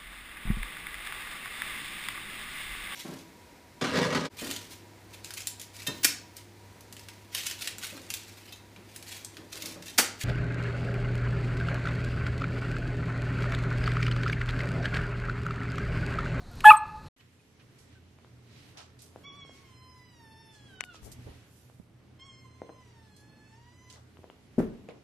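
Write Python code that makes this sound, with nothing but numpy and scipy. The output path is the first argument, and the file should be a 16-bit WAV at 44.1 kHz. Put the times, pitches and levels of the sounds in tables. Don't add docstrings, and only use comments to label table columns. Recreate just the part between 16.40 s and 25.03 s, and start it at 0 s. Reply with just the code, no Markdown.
import sys
import numpy as np
from scipy import signal
from scipy.fft import rfft, irfft
from scipy.io import wavfile
from scipy.ndimage import uniform_filter1d, minimum_filter1d

SR = 44100
rng = np.random.default_rng(int(sys.argv[2]) if len(sys.argv) > 2 else 0)


def convert_level_to_amplitude(level_db):
    exponent = np.asarray(level_db, float) / 20
    return 10 ** exponent


def generate_wav(sig):
    pcm = np.round(np.clip(np.atleast_2d(sig).T, -1, 1) * 32767).astype(np.int16)
    wavfile.write(sys.argv[1], SR, pcm)


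N = 380731
TIME = np.arange(N) / SR
CUT_START_S, CUT_END_S = .686, .763


def on_log(hz, table):
    f, v = np.transpose(table)
    return np.interp(np.log(np.maximum(hz, 1)), np.log(f), v)


def colour(x, table):
    gain = convert_level_to_amplitude(on_log(np.fft.rfftfreq(x.shape[-1], 1 / SR), table))
    y = irfft(rfft(x) * gain, x.shape[-1])
    return y / y.std()


def band(x, hz, width, order=1):
    edges = max(hz - width / 2, hz / 4), min(hz + width / 2, .45 * SR)
    return signal.sosfilt(signal.butter(order, edges, "band", fs=SR, output="sos"), x)


def walk(rate):
    k = int(SR / rate)
    held = np.repeat(rng.standard_normal(N // k + 1), k)
    return 1.1 * uniform_filter1d(uniform_filter1d(held, k), k)[:N]


def swells(rows):
    return sum(db * np.exp(-((TIME - s) / length) ** 2) for s, length, db in rows)


def add(out, s, x, pan_db=0.):
    i = int(s * SR)
    x = x[:N - i]
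    out[:, i:i + len(x)] += x * convert_level_to_amplitude(np.array([[pan_db], [-pan_db]]) / 2)


def room(x, t60, gap_s, dull_hz, channels):
    t = np.arange(int(.9 * SR)) / SR
    noise = rng.standard_normal((channels, len(t)))
    bass = signal.lfilter(*signal.butter(1, 450., fs=SR), noise)
    noise = noise - bass + bass[0]
    low = signal.lfilter(*signal.butter(1, dull_hz, fs=SR), noise)
    tail = low * convert_level_to_amplitude(-60 * t / t60) + (noise - low) * convert_level_to_amplitude(-120 * t / t60)
    tail = tail * np.clip(t / gap_s, 0, 1) ** 2
    energy = (low ** 2 * convert_level_to_amplitude(-120 * t / t60)).sum(1, keepdims=True)
    return signal.fftconvolve(x[None], tail / np.sqrt(energy), axes=1)[:, :N]


def tap(db, hz, width, edge_db):
    t = np.arange(2000) / SR
    ring = band(np.sin(2 * np.pi * hz * t) * np.exp(-np.pi * width * hz * t), hz, 4 * hz)
    edge = band(rng.standard_normal(2000) * np.exp(-1050 * t), 3 * hz, 1.6 * hz, order=2)
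    return convert_level_to_amplitude(db) * (ring / np.abs(ring).max() + convert_level_to_amplitude(edge_db) * edge / np.abs(edge).max())


def whistles(rows):
    out = 0
    for s, hz, db, half, glide in rows:
        t = TIME - s
        bend = glide * np.clip(t, -2 * half, 2 * half) ** 2 / 2 + .07 * walk(150)
        envelope = convert_level_to_amplitude(db + 3.5 * walk(150)) * np.exp(-(t / half) ** 2)
        out = out + envelope * np.sin(2 * np.pi * (hz * t + bend))
    return out


def voice(table, wobble, shimmer_db, rate, count, tract, attack, release):
    s, *columns = np.transpose(table)
    hz, level_db, *shape = (np.interp(TIME, s, c) for c in columns)
    phase = 2 * np.pi * np.cumsum(hz * (1 + wobble * walk(rate))) / SR
    out = 0
    for k in range(1, count + 1):
        shimmer = shimmer_db * (walk(rate) + .4 * walk(rate / 4))
        db = level_db + tract(k, k * hz, *shape) + shimmer
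        out = out + convert_level_to_amplitude(db) * np.sqrt(2) * np.sin(k * phase - .15 * (k - 1))
    edges = np.clip(np.minimum((TIME - s[0]) / attack, (s[-1] - TIME) / release) + .5, 0, 1)
    return out * edges, np.cos(phase) * edges


# f/Hz, level/dB per Hz
BEDROOM_SPECTRUM = [(15, -56), (25, -26.5), (124, -2.5), (153, -14), (245, -5), (287, -18.5), (318, 2.5),
                    (403, -32.5), (681, -22.5), (737, -28.5), (2460, -23.5), (4620, -32.5), (13200, -38.5)]
# f/Hz, likeness (0-1)
LIKENESS = [(60, 0.97), (130, 0.94), (280, 0.66), (610, 0), (1330, -0.17), (2870, 0.02), (6230, -0.01),
            (13500, 0.05)]
# f/Hz, level/dB
HUM = [(86, -64), (120, -61.5), (425, -73)]
# t/s, length/s, level/dB
STIRS = [
    (1.41, 0.15, 1),
    (2.22, 0.17, 3),
    (3.0, 0.34, 3),
    (4.3, 0.13, 2),
    (4.81, 0.24, 3.5),
    (5.5, 0.19, -1.5),
]
# t/s, length/s, hiss level/dB
HUSHES = [(2.97, 0.13, -4), (3.5, 0.18, -1), (3.95, .15, -0.5), (5.0, .3, 1.5), (5.6, .15, -3),
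          (6.0, 0.18, -0.5), (6.35, 0.092, -1.5), (7.0, .15, -2), (7.4, .08, -2), (1.7, .2, 1),
          (7.95, .15, -1)]


def bedroom():
    stir_db = swells(STIRS)
    hum_db = stir_db - 6 * np.exp(-np.maximum(TIME - CUT_END_S, 0) / 0.48)
    hiss_db = 2.85 * stir_db - 3.0 + swells(HUSHES) + 1.2 * walk(6)
    out = 0
    for hz in 32 * 2 ** np.arange(0, 9, .5):
        like = np.clip(on_log(hz, LIKENESS), 0, 1)
        mid, side = band(rng.standard_normal((2, N)), hz, hz / 3)
        high = np.clip(np.log(hz / 400) / np.log(12), 0, 1)
        db = on_log(hz, BEDROOM_SPECTRUM) + (1 - high) * hum_db + high * hiss_db
        db = db + 1.83 * walk(8) + 1.9 * high * walk(25)
        stereo = np.sqrt(1 + like) * mid + np.sqrt(1 - like) * side * np.array([[1], [-1]])
        out = out + convert_level_to_amplitude(db) * stereo
    lines = 0
    for hz, db in HUM:
        lines = lines + convert_level_to_amplitude(db + 3.7 * walk(10)) * np.sin(2 * np.pi * hz * TIME + 1.27 * walk(12))
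    return (out / out.std() * convert_level_to_amplitude(-59.0) + lines * convert_level_to_amplitude(hum_db)) * convert_level_to_amplitude(np.array([[-.7], [.7]]))


# f/Hz, level/dB per Hz
DEN_SPECTRUM = [(12, -38.5), (20, -2), (118, -0.5), (611, -20.5), (1590, -23.5), (2330, -31), (3240, -35),
                (4140, -24.5), (5020, -34), (12700, -44), (13800, -56)]
# t/s, length/s, level/dB
SHUFFLES = [
    (.015, 0.0089, 2),
    (.218, 0.084, 5.5),
    (.668, 0.0098, 3),
]


def den_air():
    late = np.maximum(TIME - .33, 0)
    duck_db = (late > 0) * (-1 - 10.5 * np.exp(-late / .07))
    air_db = -47 + swells(SHUFFLES) + duck_db
    return colour(rng.standard_normal(N), DEN_SPECTRUM) * convert_level_to_amplitude(air_db + 1.5 * walk(30))


# centre t/s, f/Hz, level/dB, half length/s,
# glide/(Hz/s)
SQUEAKS = [
    (.8, 3000, -61, 0.0057, 8000),
    (1.0, 2500, -68, 0.0078, 0),
    (1.205, 2450, -65, 0.011, 0),
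    (1.57, 1538, -62, .017, -1500),
    (7.51, 2920, -61, .006, 0),
    (4.722, 4850, -58, .007, 0),
]


def squeaks():
    return whistles(SQUEAKS)


# t/s, level/dB, centre f/Hz, fall/s, left minus right level/dB
SWIPES = [(0.779, -72, 8930, 0.077, -4), (1.199, -60.5, 2420, 0.03, -6), (1.385, -62, 7000, 0.072, -8),
          (2.374, -47, 4148, 0.045, -4.5), (2.592, -57.5, 6000, 0.059, -6), (2.62, -51.5, 7910, 0.038, -3),
          (2.836, -66, 2500, 0.017, -12), (6.765, -57.5, 7275, .02, -3), (4.718, -46.5, 8440, 0.016, -6),
          (4.446, -55.5, 9000, .01, 10), (.805, -61, 2500, 0.019, -4), (4.88, -47.5, 415, 0.019, -5),
          (7.501, -51, 4978, 0.013, -7), (8.186, -53.5, 8900, 0.04, 0), (8.19, -44.5, 1150, 0.059, 0),
          (8.494, -56, 2400, 0.024, -2), (8.499, -49, 448, 0.061, 0)]
# t/s, level/dB, centre f/Hz, length/s, left minus right level/dB
BRUSHES = [(1.537, -65.5, 2800, 0.043, -4), (2.196, -62, 3400, 0.14, -5), (2.401, -52, 889, 0.042, 0),
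           (3.17, -62, 4900, 0.047, -2), (4.157, -63, 5960, 0.04, -3), (4.557, -56, 4600, 0.026, -3),
           (4.659, -54, 60, 0.049, 17), (4.66, -55, 8960, 0.035, 6), (4.676, -60.5, 484, 0.033, 21),
           (4.881, -45.5, 81.5, 0.043, 0), (5.201, -65.5, 11100, 0.17, -6), (6.809, -63.5, 7240, 0.02, -1),
           (4.792, -50, 149.8, 0.028, -1), (4.929, -59, 647, 0.023, 0), (8.235, -45, 40.12, 0.061, -2),
           (7.537, -56, 5300, 0.042, -1), (7.578, -60.5, 850, 0.054, 2), (8.07, -80, 5000, .04, 1),
           (8.33, -49, 205.4, 0.14, 1)]


def rustles():
    out = np.zeros((2, N))
    t = np.arange(-SR // 4, SR // 2) / SR
    rows = [(0.023 * r[3] + 6.3 / r[2], *r) for r in SWIPES]
    rows += [(0.9 * r[3], *r) for r in BRUSHES]
    for rise, s, db, hz, fall, pan_db in rows:
        shape = np.where(t < 0, np.exp(-(t / rise) ** 2), np.exp(-np.abs(t) / fall))
        noise = rng.standard_normal((4, len(t)))
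        grain = convert_level_to_amplitude(1.94 * uniform_filter1d(noise[3], 90) * np.sqrt(90))
        puff = band((noise[:2] + 250 / hz * noise[2]) * grain, hz, 1.0 * hz, order=2)
        puff = puff / puff.std() * shape * convert_level_to_amplitude(db + np.array([[pan_db], [-pan_db]]) / 2)
        i = int(s * SR) - SR // 4
        out[:, i:i + len(t)] += puff[:, :N - i]
    return out


PATS = [
    (2.76, -33, 627, 3),
    (3.05, -45, 600, 2),
    (6.2182, -26, 540, 3),
    (6.293, -33, 600, 4),
    (6.2993, -37.5, 499, 1.5),
    (7.79, -43.5, 400.4, 2),
    (7.834, -47, 695, 5),
    (7.842, -36, 600, 3.5),
    (8.492, -38, 444, -5),
]
CLAWS = [
    (1.787, -47, 898, 1),
    (1.847, -43, 891, 2),
    (4.545, -40.5, 788.5, 1),
    (5.299, -46.5, 712, -6),
    (4.63, -48, 600, 10),
    (7.771, -44, 990, 9),
    (7.9, -37.5, 826, 5),
]
TICKS = [
    (2.592, -48, 4500, -4),
    (2.84, -53, 2989, -4),
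    (4.717, -47, 4800, -4),
    (5.798, -52.5, 3253, 0),
    (7.502, -40, 4300, -3),
    (7.527, -38, 6200, -3),
    (7.56, -50, 1999, 0),
    (8.488, -40, 2512, 1),
    (8.508, -48, 2300, 0),
    (2.373, -46, 4200, -4),
]
SLAPS = [
    (3.095, -41, 600, 1.8),
    (8.488, -33, 505, 0.46),
]
LANDING = [
    (8.2028, -14, 298, 3),
]
NAIL = [
    (4.4061, -38, 2500, 20),
    (4.408, -24, 2280, 22.5),
    (4.415, -35, 2060, 8),
    (4.439, -32, 2520, 20.5),
    (5.398, -45.5, 195, -20.5),
]
# f/Hz, level/dB, t60/s
BOARDS = [(177.5, -9, 0.18), (230.4, 3.5, 0.12), (367.6, -3.5, 0.15), (416, -12, 0.16), (600, -8.5, 0.076),
          (850, -21.5, 0.066), (1180, -42, .08)]
# (width over ring frequency, sharp edge dB)
PAT, CLAW, TICK = (0.73, -20), (1.15, -10), (0.12, -13)
SLAP, LAND, FLICK = (0.64, -14.5), (0.99, -50), (0.32, -11.5)


def floor_thump():
    t = np.arange(SR // 2) / SR
    modes = sum(convert_level_to_amplitude(db - 60 * t / t60) * np.sin(2 * np.pi * hz * t) for hz, db, t60 in BOARDS)
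    modes = modes * np.clip(t / 0.0018, 0, 1)
    modes = modes * convert_level_to_amplitude(-11 * np.clip((t - .021) / 0.0018, 0, 1))
    push = np.hanning(int(0.00097 * SR))
    return -convert_level_to_amplitude(-15) * np.convolve(modes, push / push.sum())


def knocks():
    out, near = np.zeros((2, 2, N))
    for rows, kind in (PATS, PAT), (CLAWS, CLAW), (TICKS, TICK), (SLAPS, SLAP), (LANDING, LAND):
        for s, db, hz, pan_db in rows:
            add(out, s, tap(db, hz, *kind), pan_db)
    for s, db, hz, pan_db in NAIL:
        add(near, s, tap(db, hz, *FLICK), pan_db)
    add(out, 8.1805, floor_thump(), 3.5)
    out = signal.sosfilt(signal.butter(2, 140., "high", fs=SR, output="sos"), out)
    return near + out + convert_level_to_amplitude(-15) * room(out.mean(0), 0.47, 0.0066, 1800.0, channels=2)


# f/Hz, level/dB
MEW_THROAT = [(740, -14), (900, -3), (1600, -1), (2500, -8.5), (4500, -10.5), (6800, -16.5), (8300, -15),
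              (9800, -33.5), (12500, -31)]
# f/Hz, width (log ratio), level/dB
NODES = [(830, 0.021, -8.5), (988, 0.011, -6), (1059, 0.0073, -16), (1040, 0.024, 3.5), (1450, 0.088, 5.5),
         (1890, 0.096, -2), (2036, 0.016, 0.5), (2258, 0.02, 10), (4460, 0.0088, -5.5)]


def small_mouth(k, hz, open_db, bright_db, palate_hz, nose_hz):
    bell = lambda x, centre, width: np.exp(-(np.log(x / centre) / width) ** 2)
    top = np.clip(np.log2(hz / 4000), 0, 1)
    strain, dull = np.maximum(bright_db, 0), np.minimum(bright_db, 0)
    db = on_log(hz, MEW_THROAT) + open_db * bell(hz, 3250, .12) + 6.5 * bell(hz, palate_hz, .11)
    db = db + 7 * strain * bell(hz, 10500, .18) - 7 * strain * bell(hz, 7300, .19)
    if k < 6:
        db = db + sum(node_db * bell(hz, centre, width) for centre, width, node_db in NODES)
    return db + bright_db * np.sqrt(top) + (-6 + 0.7 * dull) * bell(hz, nose_hz, 0.076)


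# t/s, f/Hz
MEW_PITCH = [
    [(2.84, 1098), (2.87, 1140), (2.915, 1103), (2.965, 1152), (3.05, 1097), (3.14, 1080), (3.19, 1113), (3.32, 1029), (3.4, 1029)] + [(3.55, 1013), (3.7, 990.5), (3.88, 882.6), (4.04, 900), (4.1, 888), (4.2, 836.4), (4.27, 831.5), (4.33, 769)] + [(4.4, 746), (4.49, 719), (4.535, 669), (4.57, 632)],
    [(5.795, 1051), (5.832, 1068), (5.86, 1107), (5.895, 1066), (5.96, 1055), (6.035, 1061), (6.07, 1032), (6.22, 1040), (6.4, 1019)] + [(6.52, 941), (6.75, 830), (6.9, 863.6), (7.05, 864.6), (7.14, 887), (7.19, 932), (7.25, 952), (7.38, 1004), (7.53, 1011)] + [(7.58, 976)],
]
# t/s, level/dB, opening/dB, brightness/dB, palate f/Hz, nasal dip f/Hz
MEW_MOUTH = [
    [(2.84, -58.5, 15.5, 1, 5600, 4300), (2.97, -61, 17, 1, 5580, 4550), (3.11, -62, 12, -3, 5520, 4190), (3.2, -65.5, -4, -7, 5136, 3500), (3.4, -63, 1.5, 1, 5200, 6350), (3.57, -62.5, -3, 1, 5050, 3000), (3.75, -64, 10, 1, 5430, 2850)] + [(3.9, -63, 4, 2.5, 5280, 2665), (4.12, -65, 14, 2, 5300, 2622), (4.25, -65, 4, -7, 3284, 2490), (4.4, -62.5, 3.5, -22, 2966, 2200), (4.57, -62.5, -2, -20, 2700, 1950)],
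    [(5.795, -57.5, 11, 0.5, 5410, 4220), (5.89, -59.5, 9.5, 0, 5640, 4350), (6.06, -61.5, -3, -3.5, 5650, 5160), (6.2, -66, -8, -4.5, 6200, 5230), (6.4, -63.5, -7, -5, 6136, 4360), (6.55, -69, -10, -4, 5600, 2800), (6.75, -67.5, 0, -3, 4210, 2500)] + [(6.9, -66.5, -2, -7, 4320, 2600), (7.12, -65.5, -17, -2, 4420, 5234), (7.17, -68, -8, -3, 6250, 3696), (7.27, -64, -12, -9, 6550, 3860), (7.38, -65, -7, -1, 5930, 4000), (7.485, -62, -9, 0.5, 6020, 4005), (7.58, -66.5, -10, -27, 5990, 4030)],
]


def kitten():
    mew = 0
    for pitch, mouth in zip(MEW_PITCH, MEW_MOUTH):
        (s, hz), (at, *columns) = np.transpose(pitch), np.transpose(mouth)
        times = np.sort(np.r_[s, at])
        shape = (np.interp(times, at, c) for c in columns)
        table = np.transpose([times, np.interp(times, s, hz), *shape])
        phrase, _ = voice(table, wobble=.004, shimmer_db=3.3, rate=80, count=13,
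                          tract=small_mouth, attack=0.018, release=0.038)
        mew = mew + phrase
    dull = 1 / (1 + (np.fft.rfftfreq(N + 1, 1 / SR) / 2330) ** 4)
    delayed = np.interp(TIME - 0.0056, TIME, mew)
    mew = mew + convert_level_to_amplitude(-12.5) * irfft(rfft(delayed, N + 1) * dull, N + 1)[:N]
    direct = mew * convert_level_to_amplitude(np.array([[-1.2], [1.2]]))
    return direct + convert_level_to_amplitude(-12) * room(mew, .3, .004, 3000., channels=2)


def mask(x):
    mask_from_hz = 3400
    hz, _, z = signal.stft(x, SR, nperseg=2048, noverlap=1536)
    power = uniform_filter1d(np.abs(z).mean(0) ** 2, size=3, axis=1)
    peak = -minimum_filter1d(-power, size=45, axis=0)
    loudest = power[(hz > 2900) & (hz < 3700)].max(0)
    floor = np.maximum(peak * convert_level_to_amplitude(2 * -16), loudest * convert_level_to_amplitude(2 * -32))
    keep = (power > floor) | (hz[:, None] < mask_from_hz)
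    lucky = rng.random((len(hz) // 20 + 1, z.shape[2] // 5 + 1)) > .14
    heard = np.kron(lucky, np.ones((20, 5), bool))[:len(hz), :z.shape[2]]
    keep &= heard | (hz[:, None] < 2 * mask_from_hz)
    return signal.istft(z * keep, SR, nperseg=2048, noverlap=1536)[1][:, :N]


# t/s, f/Hz, level/dB, t60/s
TAG = [
    (.366, 4150, -52, .2),
    (.382, 8300, -55, .12),
    (.3, 3420, -52, .35),
    (.25, 2135, -47, .6),
]


def collar_tag():
    out = np.zeros((2, N))
    t = np.arange(SR // 2) / SR
    for s, hz, db, t60 in TAG:
        add(out, s, convert_level_to_amplitude(db - 60 * t / t60) * np.clip(t / 0.0034, 0, 1) * np.sin(2 * np.pi * hz * t))
    return out[0]


# t/s, peak level/dB, ring f/Hz, width f/Hz
SMACKS = [
    (0.114, -52, 12630, 2980),
    (.132, -53.5, 11140, 4933),
    (.155, -49.5, 12510, 4000),
    (0.2056, -30.5, 2895, 448.8),
    (0.207, -35.5, 2156, 400),
    (0.2049, -38, 3850, 400),
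    (.206, -42, 6205, 2997),
    (0.207, -38.5, 11500, 4010),
]


def mouth_clicks():
    out = np.zeros((2, N))
    t = np.arange(400) / SR
    for s, db, hz, width in SMACKS:
        click = band(rng.standard_normal(400) * np.exp(-t / 0.0019), hz, width)
        add(out, s, click * convert_level_to_amplitude(db) / np.abs(click).max())
    return out[0]


# centre t/s, f/Hz, level/dB, half length/s,
# glide/(Hz/s)
NOSE_WHISTLES = [
    (0.3744, 8330, -31.5, .0065, -7000),
    (0.134, 1400, -52.5, 0.02, -1500),
    (0.36, 2600, -56, .025, 299.5),
    (0.137, 2540, -63, .015, 0),
    (0.114, 710, -59, 0.023, 0),
    (.03, 710, -57, .015, 0),
]


def nose_air():
    yawn = band(rng.standard_normal(N), 4499.0, 5500.0, order=2) * convert_level_to_amplitude(-56.0)
    return yawn * np.exp(-((TIME - .19) / 0.088) ** 2) + whistles(NOSE_WHISTLES)


# f/Hz, level/dB per Hz
RASP_SPECTRUM = [(3800, -40), (4500, -27), (5300, -14), (6400, -14), (7600, -5), (9400, -1), (11000, 0),
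                 (13700, -4), (14100, -40)]


def rasp(cycle):
    attack_s, hold_s = 0.018, 0.06486
    since = TIME - .238
    held = np.clip((since - attack_s) / hold_s, 0, 1)
    db = -38.5 - 18 * np.clip(1 - since / attack_s, 0, 1) - 3 * held
    db = db - 399.5 * np.maximum(since - attack_s - hold_s, 0)
    pulses = 9 * np.exp(150 * (np.minimum(cycle, 1) - 1)) * (TIME < .305)
    hiss = colour(rng.standard_normal(N) * (1 + .8 * cycle) + pulses, RASP_SPECTRUM)
    breath = band(rng.standard_normal(N), 1896.4, 2600.0, order=3) * convert_level_to_amplitude(15.5)
    throat = band(rng.standard_normal(N), 3170.0, 280.4, order=2) * convert_level_to_amplitude(29.5)
    throat = throat * np.exp(-((TIME - .262) / 0.012) ** 2)
    return (hiss + breath + throat) * convert_level_to_amplitude(db) * np.clip(since / .004, 0, 1)


def muzzle(k, hz, mouth_hz, third_db):
    near = lambda centre: 1 / (1 + ((hz - centre) / 290) ** 2)
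    slope = -18.5 * np.log2(k) - 31 * np.maximum(np.log2(hz / 3500), 0)
    lift = (k > 1) * (16.5 * near(mouth_hz) + 15 * near(2 * mouth_hz))
    return slope + lift + (k == 3) * third_db + (k == 5) * 5


# t/s, pitch f/Hz, level/dB, mouth resonance f/Hz, third partial level/dB
YIP = [
    [(.237, 978, -44, 3003, -0.5), (.242, 996, -31, 3080, 0), (.2445, 1354, -13.5, 3288, -6.5),
     (.2478, 1320, -24, 3320, -6)],
    [(.2455, 855, -28, 1743, 0), (.257, 849, -7.5, 1744, 0), (.27, 854.4, -8, 1770, 3.5),
     (.281, 853.3, -7, 1870, 8), (.292, 860, -5, 2002, 14.5), (.3, 863, -4.5, 2097, 20),
     (.3048, 896, -5.5, 2300, 20), (.307, 930, -8.5, 2703, 0.5)],
    [(.306, 1307, -6.5, 2304, -10), (.3085, 1279, -6, 2208, -10), (.3185, 1207, -5, 2102, -10),
     (.322, 1155, -17.5, 1995, -10), (.335, 1180, -58.5, 1987, -10)],
]


def yip():
    parts = [voice(part, wobble=0.003, shimmer_db=-0.04, rate=150, count=5, tract=muzzle,
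                   attack=.002, release=.002) for part in YIP]
    return np.sum(parts, axis=0)


# lag t/s, level/dB
FURNITURE = [
    (.028, -13.5),
    (.046, -22),
    (.062, -23.5),
]


def den_echo(dry):
    echo = convert_level_to_amplitude(-25) * room(dry, .16, 0.018, 1300., channels=1)[0]
    echo = echo + convert_level_to_amplitude(-26.5) * room(dry, 0.73, 0.029, 1300., channels=1)[0]
    thin = band(dry, 1300., 600., order=2)
    echo = echo + sum(convert_level_to_amplitude(db) * np.interp(TIME - lag, TIME, thin) for lag, db in FURNITURE)
    echo = signal.lfilter(*signal.butter(1, 1798, fs=SR), echo)
    t = np.arange(SR // 2) / SR
    mode = convert_level_to_amplitude(-60 * t / 0.24) * np.sin(2 * np.pi * 860 * t) * np.clip(t / 0.05, 0, 1)
    ring = signal.fftconvolve(dry, mode)[:N]
    return echo + convert_level_to_amplitude(-15) * ring / np.abs(ring).max()


def puppy():
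    tone, cycle = yip()
    dry = mouth_clicks() + tone + rasp(cycle)
    loud = dry + den_echo(dry) + den_air() + collar_tag() + nose_air()
    peak = -minimum_filter1d(-np.abs(loud), size=300)
    loud = loud * uniform_filter1d(np.minimum(1, .99 / peak), size=150)
    return signal.sosfilt(signal.ellip(8, .2, 60, 13950, fs=SR, output="sos"), loud)


def scene():
    before = np.clip((CUT_START_S - TIME) / 0.0023, 0, 1)
    after = np.clip((TIME - CUT_END_S) / 0.0019, 0, 1)
    second = mask(bedroom() + squeaks() + rustles() + kitten()) + knocks()
    second = signal.sosfilt(signal.ellip(8, .2, 60, 13100, fs=SR, output="sos"), second)
    return puppy() * before + second * after


def low_pass(x):
    return signal.sosfilt(signal.butter(12, 14110, fs=SR, output="sos"), x)


def record(dry):
    return low_pass(dry)


dry = scene()
out = record(dry)
generate_wav(out)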